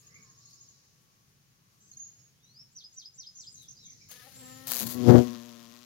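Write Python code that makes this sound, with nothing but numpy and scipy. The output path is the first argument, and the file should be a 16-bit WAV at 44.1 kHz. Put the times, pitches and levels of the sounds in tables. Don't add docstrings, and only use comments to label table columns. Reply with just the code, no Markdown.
import sys
import numpy as np
from scipy import signal
from scipy.fft import rfft, irfft, next_fast_len
from scipy.io import wavfile
from scipy.ndimage import map_coordinates

SR = 44100
rng = np.random.default_rng(int(sys.argv[2]) if len(sys.argv) > 2 else 0)


def wav_out(sig):
    wavfile.write(sys.argv[1], SR, np.round(np.clip(np.atleast_2d(sig).T, -1, 1) * 32767).astype(np.int16))


def level_to_linear(level):
    exponent = np.asarray(level, float) / 20
    return 10 ** exponent


N = 257975

# t/s, f/Hz, level/dB
DIP = [(0, 5750, -20), (.012, 5950, -5), (.025, 6150, 4), (.036, 5100, -6), (.052, 4150, -12),
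       (.072, 3080, -13), (.084, 4000, -17), (.094, 4950, -6), (.102, 5120, 0), (.122, 4930, -14)]
RISE = [(0, 3100, -22), (.05, 3250, -25), (.15, 4040, -8), (.2, 4440, -10.5), (.24, 5000, 2),
        (.28, 5444, 9.5), (.31, 5800, -38.5)]
WARBLE = [(0, 6900, -20), (.012, 6300, 1), (.03, 6600, 6), (.055, 6900, -3), (.11, 7200, -10),
          (.17, 7300, -8), (.19, 8400, -6)]
SLUR = [(0, 7150, -6), (.01, 6800, 6), (.025, 6200, 5), (.06, 6350, -2), (.11, 6300, -12)]
FALL = [(0, 4114, -11), (.02, 4320, -7), (.06, 3965, -2), (.095, 3400, -11.5), (.1, 3460, -42)]
UP = [(0, 4900, -12), (.008, 6000, 6), (.016, 6400, 2), (.022, 6450, -8)]
DOWN = [(0, 7050, -2), (.006, 6440, 5.5), (.018, 4900, -22)]
STEP = [(0, 4750, -6), (.012, 4850, 3), (.032, 4950, -3), (.042, 5450, 1), (.065, 5550, -4)]
LOW = [(0, 2444, -3), (.03, 2313, 3), (.09, 2050, -13), (.12, 2000, -12)]
HOOK = [(0, 2350, -14), (.03, 2900, -10), (.04, 2100, -22), (.06, 1990, -6), (.1, 2080, -1), (.13, 2220, 1),
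        (.17, 2300, -7), (.24, 2250, -20)]
SEEP = [(0, 6900, 5), (.02, 7560, 2.9), (.06, 7680, 1.5), (.24, 7095, 0.5)]
FLICK = [(0, 6400, -6), (.018, 7720, 3.5), (.04, 8000, -14)]
CHIP = [(0, 5600, -28), (.005, 6300, -9), (.008, 6620, 0), (.012, 6660, -7), (.02, 6660, -18)]
FLAT = [(0, 978, 15), (.03, 1011, 2.1), (.1, 977, 8.1)]
DRONE = [(0, 1170, -6), (.18, 1150, 0), (.28, 1060, 2), (.42, 1165, -1), (.6, 1130, -4), (.9, 1150, -12),
         (1.1, 1135, -3), (1.4, 1140, -16), (1.65, 1120, -4), (1.9, 1150, -12)]
HOP = [(0, 4700, -8), (.008, 5100, 1), (.018, 5700, 3), (.04, 5450, -4), (.055, 5150, -8)]
HELD = [(0, 6650, -1), (.02, 6680, 0), (.04, 6650, -12), (.27, 6620, -22)]
PEEP = [(0, 4250, -8), (.012, 4300, 0), (.03, 4300, -8)]
GLIDE = [(0, 4000, -10), (.08, 4250, -1), (.14, 4600, 5), (.17, 4700, -3)]
MURMUR = [(0, 990, -4), (.15, 1005, 0), (.3, 995, -2), (.4, 1010, -6)]
TICK = [(0, 6800, -4), (.005, 6500, 0), (.012, 6050, -6)]


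def unit(x):
    return x / np.sqrt(np.mean(x ** 2) + 1e-20)


def along(points, hz):
    f, v = np.transpose(points)
    return np.interp(np.log(hz + 1), np.log(f + 1), v)


def curves(rows, fade=0.013):
    s, *cols = np.transpose(rows)
    t = np.arange(N) / SR
    gate = np.clip(np.minimum(t - s[0], s[-1] - t) / fade + 1, 0, 1)
    return [gate] + [np.interp(t, s, c) for c in cols]


def ramp(start, length):
    return np.clip((np.arange(N) / SR - start) / length, 0, 1)


def wobble(rate, size=N):
    coarse = np.arange(0, size + 16, 16)
    knots = rng.standard_normal(int(size * rate / SR) + 4)
    return np.interp(np.arange(size), coarse, map_coordinates(knots, [coarse * rate / SR]))


def filtered(x, response):
    m = next_fast_len(N + 8192)
    return irfft(rfft(x, m) * response(np.fft.rfftfreq(m, 1 / SR)), m)[..., :N]


def noise(spectrum, channels=1):
    white = rng.standard_normal((channels, N))
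    return unit(filtered(white, lambda hz: level_to_linear(along(spectrum, hz))))


def beside_left(pair, shade_db=0):
    # f/Hz, level/dB
    shadow = [(100, -2), (1500, -9), (6000, -9), (8000, -18), (11000, -37), (16000, -12)]
    off_petals = 0.033 * np.roll(pair[0], 18) + pair[1]
    far = filtered(off_petals, lambda hz: level_to_linear(along(shadow, hz)))
    return np.array([pair[0], far * level_to_linear(-shade_db)])


def hum(turns, orders, unsteady_db, ragged, overtones_db=0, upper_db=0):
    total = 0
    for k, db in orders:
        level_db = db + (k > 1) * overtones_db + (k > 4.5) * upper_db
        level_db = level_db + unsteady_db * np.log(k + .5) * wobble(20)
        fray = ragged * np.log(k + 0.17) * wobble(70)
        total = total + level_to_linear(level_db) * np.cos(2 * np.pi * (k * turns - 0.06854 * k * k) + fray)
    return total / np.sqrt(np.sum(level_to_linear(np.transpose(orders)[1]) ** 2) / 2)


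def strokes(turns, share, life, scatter_db):
    puffs = level_to_linear(scatter_db * rng.standard_normal(int(turns.max()) + 2))
    size = puffs[np.clip(turns, 0, None).astype(int)]
    share = np.clip(share, 0, 1)
    return 1 - share + share * unit(size * np.exp(-(turns % 1) / life))


def wing(turns, spectrum, share, life, snap_db, scatter_db):
    snap = np.exp(-(turns % 1) / 0.0074) * level_to_linear(2.5 * wobble(60))
    snap = unit(filtered(snap, lambda hz: level_to_linear(along(spectrum, hz)) * np.exp(1.2j * np.sin(hz / 500))))
    puffs = strokes(turns, share, life, scatter_db) * noise(spectrum, channels=2)
    return unit(puffs + level_to_linear(snap_db) * snap)


def carpenter_bee():
    # t/s, closeness as hum level/dB
    closeness = [
        (4.83, -40.5),
        (4.93, -47.5),
        (4.955, -37.5),
        (5.055, -28),
        (5.092, -14),
        (5.185, -17),
        (5.25, -33.5),
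        (5.39, -47.5),
        (5.85, -61),
    ]
    # t/s, f/Hz
    big_beat = [
        (4.83, 111.7),
        (4.94, 123.7),
        (5.05, 120.7),
        (5.29, 121.1),
        (5.39, 116.9),
        (5.46, 119.2),
        (5.66, 115.5),
        (5.85, 122.1),
    ]
    # multiple of the wingbeat, level/dB
    far_orders = [(1, -13), (2, 1), (3, -12.5), (4, -15), (5, -12.5), (6, -16.5), (7, -32), (8, -15),
                  (9, -12.5), (10, -33), (11, -22), (12, -50), (13, -42), (14, -23), (15, -24), (16, -20)]
    # multiple of the wingbeat, level/dB
    near_orders = [(1, -6), (2, -0.5), (3, -4), (4, -10.5), (5, -16), (6, -17.5), (7, -28.5), (8, -25.5)]
    # f/Hz, level/dB per Hz
    downwash = [(25, -25), (55, -23), (100, 1.5), (200, -4.5), (320, -2.5), (700, -18.5), (2000, -34),
                (4000, -74)]
    # t/s, level/dB, length/s
    gusts = [
        (5.099, 4, 0.016),
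        (5.155, 6, 0.012),
        (5.183, 2, 0.0057),
    ]
    # f/Hz, level/dB per Hz
    big_wing = [(600, -18), (1050, -1.5), (1800, -9), (3300, -1.7), (6630, -2.5), (8470, -13.5),
                (13600, -6), (15800, -15)]
    clear_of_petal = 4.945

    gate, db = curves(closeness, fade=0.036)
    turns = np.cumsum(curves(big_beat)[1] * (1 + .004 * wobble(30))) / SR
    near = np.clip((db + 38.5) / 16, 0, 1)
    far_hum = hum(turns, far_orders, unsteady_db=.9, ragged=0.3 + 0.2 * np.clip((db + 55) / 12, 0, 1),
                  upper_db=-.4 * np.maximum(db + 56, 0))
    near_hum = hum(turns, near_orders, unsteady_db=0.0, ragged=0.36)
    tone = level_to_linear(db + 6.0) * ((1 - near) * far_hum + near * near_hum)

    t = np.arange(N) / SR
    gust_db = sum(peak_db * np.exp(-((t - s) / length) ** 2) for s, peak_db, length in gusts)
    push_off_db = 20 * (1 - ramp(clear_of_petal, 0.054))
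    wash_db = gust_db + 3.5 + 1.34 * db + push_off_db
    puffs = strokes(turns, 0.15, 1.0, scatter_db=3)
    wash = level_to_linear(wash_db) * (0.36 + 0.85 * near) * puffs * noise(downwash)[0]

    glare_db = 4 * np.exp(-((t - 5.09) / 0.022) ** 2)
    rasp = wing(turns, big_wing, share=.5 - .25 * np.clip((db + 40) / 8, 0, 1), life=.13,
                snap_db=-1.5, scatter_db=2)
    rasp_db = -33.5 + 0.34 * db + glare_db
    hiss = ramp(clear_of_petal, 0.016) * level_to_linear(rasp_db) * rasp

    lead_db = 21 + .64 * np.maximum(db + 50, 0)
    body = tone * [np.ones(N), level_to_linear(-lead_db)] + wash * [[1], [0]]
    return gate * body + beside_left(hiss, shade_db=9.5 + 31 * near)


def honeybee():
    # t/s, wingbeat f/Hz, level of the second multiple/dB
    flight = [
        (4.1, 244, -76.5),
        (4.26, 252.2, -70),
        (4.272, 265.2, -59.5),
        (4.314, 265.8, -74),
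        (4.408, 264, -67.5),
        (4.422, 254.7, -62.5),
        (4.664, 264.4, -62.5),
        (4.784, 229.8, -58),
        (4.79, 231.3, -77),
    ]
    # multiple of the wingbeat, level/dB
    honey_orders = [(1, 1.5), (2, -2.5), (3, -8), (4, -11.5), (5, -5.5), (6, -18), (7, -4.5), (8, -21),
                    (9, -23), (10, -28), (11, -18), (12, -18), (13, -21.5)]
    # f/Hz, level/dB per Hz
    small_wing = [(210, -37), (500, -10), (850, -23), (1600, -13), (4400, -9.5), (7810, -20.5),
                  (10700, -8.5), (15800, -15)]
    lift_s, lead_db = 4.092, 20.5

    gate, hz, db = curves(flight)
    turns = np.cumsum(hz * (1 + 0.0044 * wobble(30))) / SR
    hidden_db = -13 * (1 - ramp(4.335, 0.0093))
    upper_db = 7 * (1 - ramp(4.22, .06)) - 7 * ramp(4.23, .05) + 7 * ramp(4.4, .1)
    thin_hum = hum(turns, honey_orders, unsteady_db=2.0 - 1.9 * ramp(4.4, 0.089),
                   ragged=1.3 - 0.82 * ramp(4.38, .08), overtones_db=-1.5 - hidden_db, upper_db=upper_db)
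    tone = gate * level_to_linear(db + 14 + hidden_db) * thin_hum

    hiss_db = -52.5 + 6 * np.exp(-np.abs(np.arange(N) / SR - lift_s - .03) / 0.031)
    hiss_gate = ramp(lift_s, 0.021) * (1 - ramp(4.69, 0.15))
    rasp = wing(turns, small_wing, share=0.46, life=0.56, snap_db=-6, scatter_db=3)
    return tone * level_to_linear([[0], [-lead_db]]) + beside_left(hiss_gate * level_to_linear(hiss_db) * rasp)


def petal():
    # t/s, level/dB, sharpness 0-1
    beating = [
        (4.669, -47, .3),
        (4.715, -43, 0.22),
        (4.76, -40, 0.38),
        (4.82, -39.5, .3),
        (4.855, -47, 0),
        (4.885, -45.5, .3),
        (4.91, -42.5, 0.1),
        (4.94, -43.5, 0.4),
        (5.02, -73, .5),
    ]
    # t/s, peak level/dB
    slaps = [(4.0881, -49.1), (4.0933, -44.9), (4.0979, -47.7), (4.1035, -48.5), (4.1107, -42.1),
             (4.1147, -35.8), (4.119, -36.6), (4.1235, -47.2), (4.1278, -39.1), (4.6708, -29.5),
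             (4.6744, -34.0), (4.6797, -32.0), (4.6836, -29.5), (4.6895, -29.8), (4.6931, -30.6),
             (4.6978, -36.5), (4.7017, -26.4), (4.7095, -25.0), (4.7131, -31.9), (4.7183, -15.0),
             (4.7262, -28.1), (4.7347, -21.0), (4.7432, -25.5), (4.7513, -24.4), (4.7558, -36.9),
             (4.7595, -25.7), (4.7677, -22.9), (4.7756, -25.9), (4.784, -25.9), (4.7915, -24.1),
             (4.799, -23.7), (4.8063, -23.4), (4.8148, -28.2), (4.8227, -28.3), (4.83, -25.8),
             (4.8382, -33.8), (4.8649, -34.1), (4.8687, -22.2), (4.8752, -31.3), (4.8923, -32.2),
             (4.8999, -32.7), (4.9069, -34.7), (4.9155, -35.7), (4.9239, -32.9)]
    # f/Hz, level/dB per Hz
    petal_colour = [(250, -24), (500, -6.5), (2600, -10), (4500, -1.5), (5500, -7.5), (6600, -1),
                    (9000, -8.5), (11300, 0)]
    rise_s, t60_s = .0003, .01

    gate, db, sharp = curves(beating, fade=0.0035)
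    turns = (np.arange(N) / SR - 4.6708) * 124.3
    swell = gate * level_to_linear(db + 9.5) * strokes(turns, sharp, 0.22, scatter_db=2.5)
    t = np.arange(900) / SR
    cracks = np.zeros(N)
    for s, peak_db in slaps:
        blow = level_to_linear(peak_db + 5.5 - 60 * t / t60_s) * (1 - np.exp(-t / rise_s))
        swell[round(s * SR):][:len(t)] += blow
        cracks[round((s + .0008) * SR)] = level_to_linear(peak_db + 12) * rng.choice([-1, 1])
    cracks = filtered(cracks, lambda hz: level_to_linear(along(petal_colour, hz)) * np.exp(1.5j * np.sin(hz / 600)))
    return beside_left(swell * noise(petal_colour, channels=2) + cracks * [[1], [0]])


def sing(note, hoarse, start, db, factor):
    s, hz, level = np.transpose(note)
    t = np.arange(int((s[-1] - s[0]) * SR)) / SR + s[0]
    flutter = 1 - hoarse + hoarse * wobble(460, size=len(t))
    quaver = 1 + 0.0716 * hoarse ** 4 * wobble(300, size=len(t))
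    edge = np.clip(np.minimum(t - s[0], s[-1] - t) / 0.002, 0, 1)
    tone = np.sin(2 * np.pi * np.cumsum(factor * quaver * np.interp(t, s, hz)) / SR)
    place = round((start + s[0]) * SR) + SR
    return place, edge * flutter * level_to_linear(db + np.interp(t, s, level)) * tone


def birds():
    # [start t/s, level/dB, pitch factor]
    song = [
        (RISE, 0.063, -0.33, 2.2, [(2.33, -57, 1.)]),
        (DIP, 0.22, 4, 0.94, [(2.749, -45.5, 1.), (2.960, -44.5, 1.), (3.174, -43.5, 1.), (3.377, -45.5, .99)]),
        (FLICK, 0.58, -2.5, 1.5, [(2.715, -63, 1), (2.92, -53.5, 0.94), (3.135, -53.5, 0.95)]),
        (WARBLE, 0.9, -1.7, 1.1, [(3.342, -49, 1)]),
        (FALL, 0.38, -1.18, 2.1, [(3.565, -51.5, 0.95), (3.785, -52, 0.95)]),
        (UP, 0.065, -0.68, .1, [(3.679, -48, 1.), (3.895, -51, 1.)]),
        (DOWN, 0.069, 7, -5, [(3.706, -53.5, 0.97), (3.925, -60, 0.96)]),
        (STEP, 0.34, -2, 0.09, [(3.755, -53.5, 1)]),
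        (SLUR, 0.6, 0, 3, [(3.527, -50, 1.), (3.834, -51, 1.), (4.086, -53, 1.)]),
        (HOP, 0.45, -2.7, 1, [(4.003, -52, 0.98)]),
    ]
    callers = [(HOOK, 0.5, -5, -8, [(.035, -57, 1.)]), (MURMUR, .5, -3, 1.1, [(0.001, -73, .45),
               (.001, -73, 1.21), (.001, -70, 1.73)]), (TICK, .2, 3, -2.5, [(1.912, -46, 1.)]),
               (GLIDE, .5, -4, 1.1, [(.385, -65, 1.)]), (DRONE, 0.4, -2, 1.1, [(0.001, -72, 0.99)]),
               (CHIP, .1, 6.5, -2.5, [(1.966, -42, .99), (1.993, -42.5, 1.), (2.0, -41.5, 1.),
               (2.062, -48, 1.), (2.095, -53, 1.)]), (HELD, .35, -1.5, -2.5, [(2.012, -40, 1.)]),
               (PEEP, .3, -3, .1, [(1.922, -59, 1.), (2.185, -60, 1.27)]),
               (LOW, 0.47, -10, -3.5, [(3.86, -63.5, 0.95), (3.99, -61, 1.)]),
               (SEEP, 0.38, -1.3, 1.1, [(4.34, -50.5, 0.98)]), (FLAT, 0.57, -11, 2.5, [(1.8, -63.5, 6.3),
               (1.8, -66, 7.64), (2.43, -66, 6.05)])]
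    # t/s, f/Hz, level/dB
    trill_note = [(0, 4500, -18), (.012, 5400, -10), (.028, 5800, -11), (.034, 6400, -30), (.044, 6700, 5),
                  (.056, 6950, 0), (.064, 7600, -12)]
    # start t/s, spacing/s, level/dB, pitch factor
    trill_runs = [
        (-.054, .0775, -53.5, .98),
        (.49, .078, -57, .97),
        (.46, .078, -63, .76),
    ]
    trill_counts = [10, 1, 2]
    # f/Hz, t60/s
    trees = [(1000, 0.3), (5000, 0.27), (9000, 0.17)]
    # delay t/s, level/dB
    echoes = [(0.016, -8)]

    trills = []
    for (start, gap, db, factor), count in zip(trill_runs, trill_counts):
        for k in range(count):
            trills.append((start + k * gap, db + rng.normal(0, 0.97), factor))
    straight, into_trees = np.zeros((2, N + 2 * SR)), np.zeros((2, N + 2 * SR))
    for note, hoarse, direct_db, lead_db, plays in song + callers + [(trill_note, .4, 1, 0, trills)]:
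        for start, db, factor in plays:
            at, x = sing(note, np.clip(hoarse, 0, 1), start, db, factor)
            end = at + len(x)
            x = x * level_to_linear([[lead_db / 2], [-lead_db / 2]])
            straight[0, at:end] += level_to_linear(direct_db) * x[0]
            straight[1, at + 9:end + 9] += level_to_linear(direct_db) * x[1]
            into_trees[:, at:end] += x

    hz, t, z = signal.stft(rng.standard_normal((2, SR // 2)), SR, nperseg=256)
    tail = signal.istft(z * level_to_linear(-60 * t / along(trees, hz)[:, None]), SR, nperseg=256)[1]
    tail = tail / np.linalg.norm(tail[0])
    late = level_to_linear(-2.0) * signal.fftconvolve(into_trees, tail, axes=1)[:, :N + 2 * SR]
    early = 0
    for s, db in echoes:
        left, right = np.roll(straight[0], round(s * SR)), np.roll(straight[1], round(s * 1.3 * SR))
        early = early + level_to_linear(db) * np.array([left, right])
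    return (straight + early + late)[:, SR:SR + N]


def leaves():
    # t/s, peak level/dB
    rustle = [
        (0.02, -68),
        (.51, -71.5),
        (1.025, -76.5),
        (1.29, -79),
        (1.761, -77),
        (1.912, -77),
        (1.972, -82),
        (2.99, -79),
        (3.568, -73),
        (3.63, -64),
    ]
    s, db = np.transpose(rustle)[:, :, None]
    age = np.arange(N) / SR - s
    stir = level_to_linear(db) * np.exp(-np.maximum(-age / 0.026, age / 0.034))
    swell = level_to_linear(-86) + np.sum(stir, axis=0)
    dry_leaf = noise([(1000, -25), (3000, -8), (9000, -4), (12000, -3), (16000, -9)])[0]
    return swell * level_to_linear(4 + 2.5 * wobble(65)) * dry_leaf * [[1], [.15]]


def garden():
    # t/s, level/dB
    traffic = [
        (0.0, -68.5),
        (0.21, -64),
        (0.5, -67.5),
        (1.55, -71),
        (2.0, -67.5),
        (3.1, -72),
        (3.83, -65.5),
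        (4.8, -59.5),
        (5.85, -74.5),
    ]
    # f/Hz, level/dB per Hz
    rumble_colour = [(15, -80), (25, -30), (85, -10.5), (123, -1), (356, -23), (500, -24), (650, -66),
                     (1100, -120)]
    # f/Hz, level/dB per Hz
    air_colour = [(200, -8.5), (350, -6), (700, -9.5), (3000, -8.5), (6800, -17), (7400, -17.5),
                  (10000, -14.5), (16000, -13)]
    # t/s, level/dB
    far_birds = [
        (0, -68.5),
        (.6, -61.5),
        (1.05, -72),
        (1.6, -75),
        (2.05, -66.5),
        (2.4, -75),
        (3.6, -64),
        (4.6, -60.5),
        (5.85, -68.5),
    ]
    # f/Hz, level/dB per Hz
    shimmer = [(3000, -37), (3900, -5.5), (5700, 0), (6800, 0), (7500, -14), (8300, -30), (9000, -60)]
    # f/Hz, likeness 0-1
    alike = [(60, 0.96), (200, 0.66), (600, 0.26), (1500, 0.025), (4000, 0)]

    rumble = level_to_linear(curves(traffic)[1] + 0.5 + 1.2 * wobble(7.1)) * noise(rumble_colour, channels=2)
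    air = level_to_linear(-70.5 + .6 * wobble(2.08)) * noise(air_colour, channels=2)
    chorus = level_to_linear(curves(far_birds)[1] + 0.96 * wobble(17)) * noise(shimmer, channels=2)

    def mid_side(hz):
        angle = np.arccos(np.clip(along(alike, hz), -1, 1)) / 2
        return np.array([np.cos(angle), np.sin(angle)])

    mid, side = filtered(rumble + air + chorus, mid_side)
    return np.array([mid + side, mid - side]) * level_to_linear([[.8], [-.8]])


def scene():
    return carpenter_bee() + honeybee() + petal() + birds() + leaves() + garden()


def top_cut(x):
    return signal.sosfilt(signal.butter(12, 15900, fs=SR, output="sos"), x)


def record(dry):
    held = dry / (1 + np.abs(dry / .99) ** 6) ** (1 / 6)
    held = filtered(held, lambda hz: hz < 15920)
    return top_cut(held)


dry = scene()
out = record(dry)
wav_out(out)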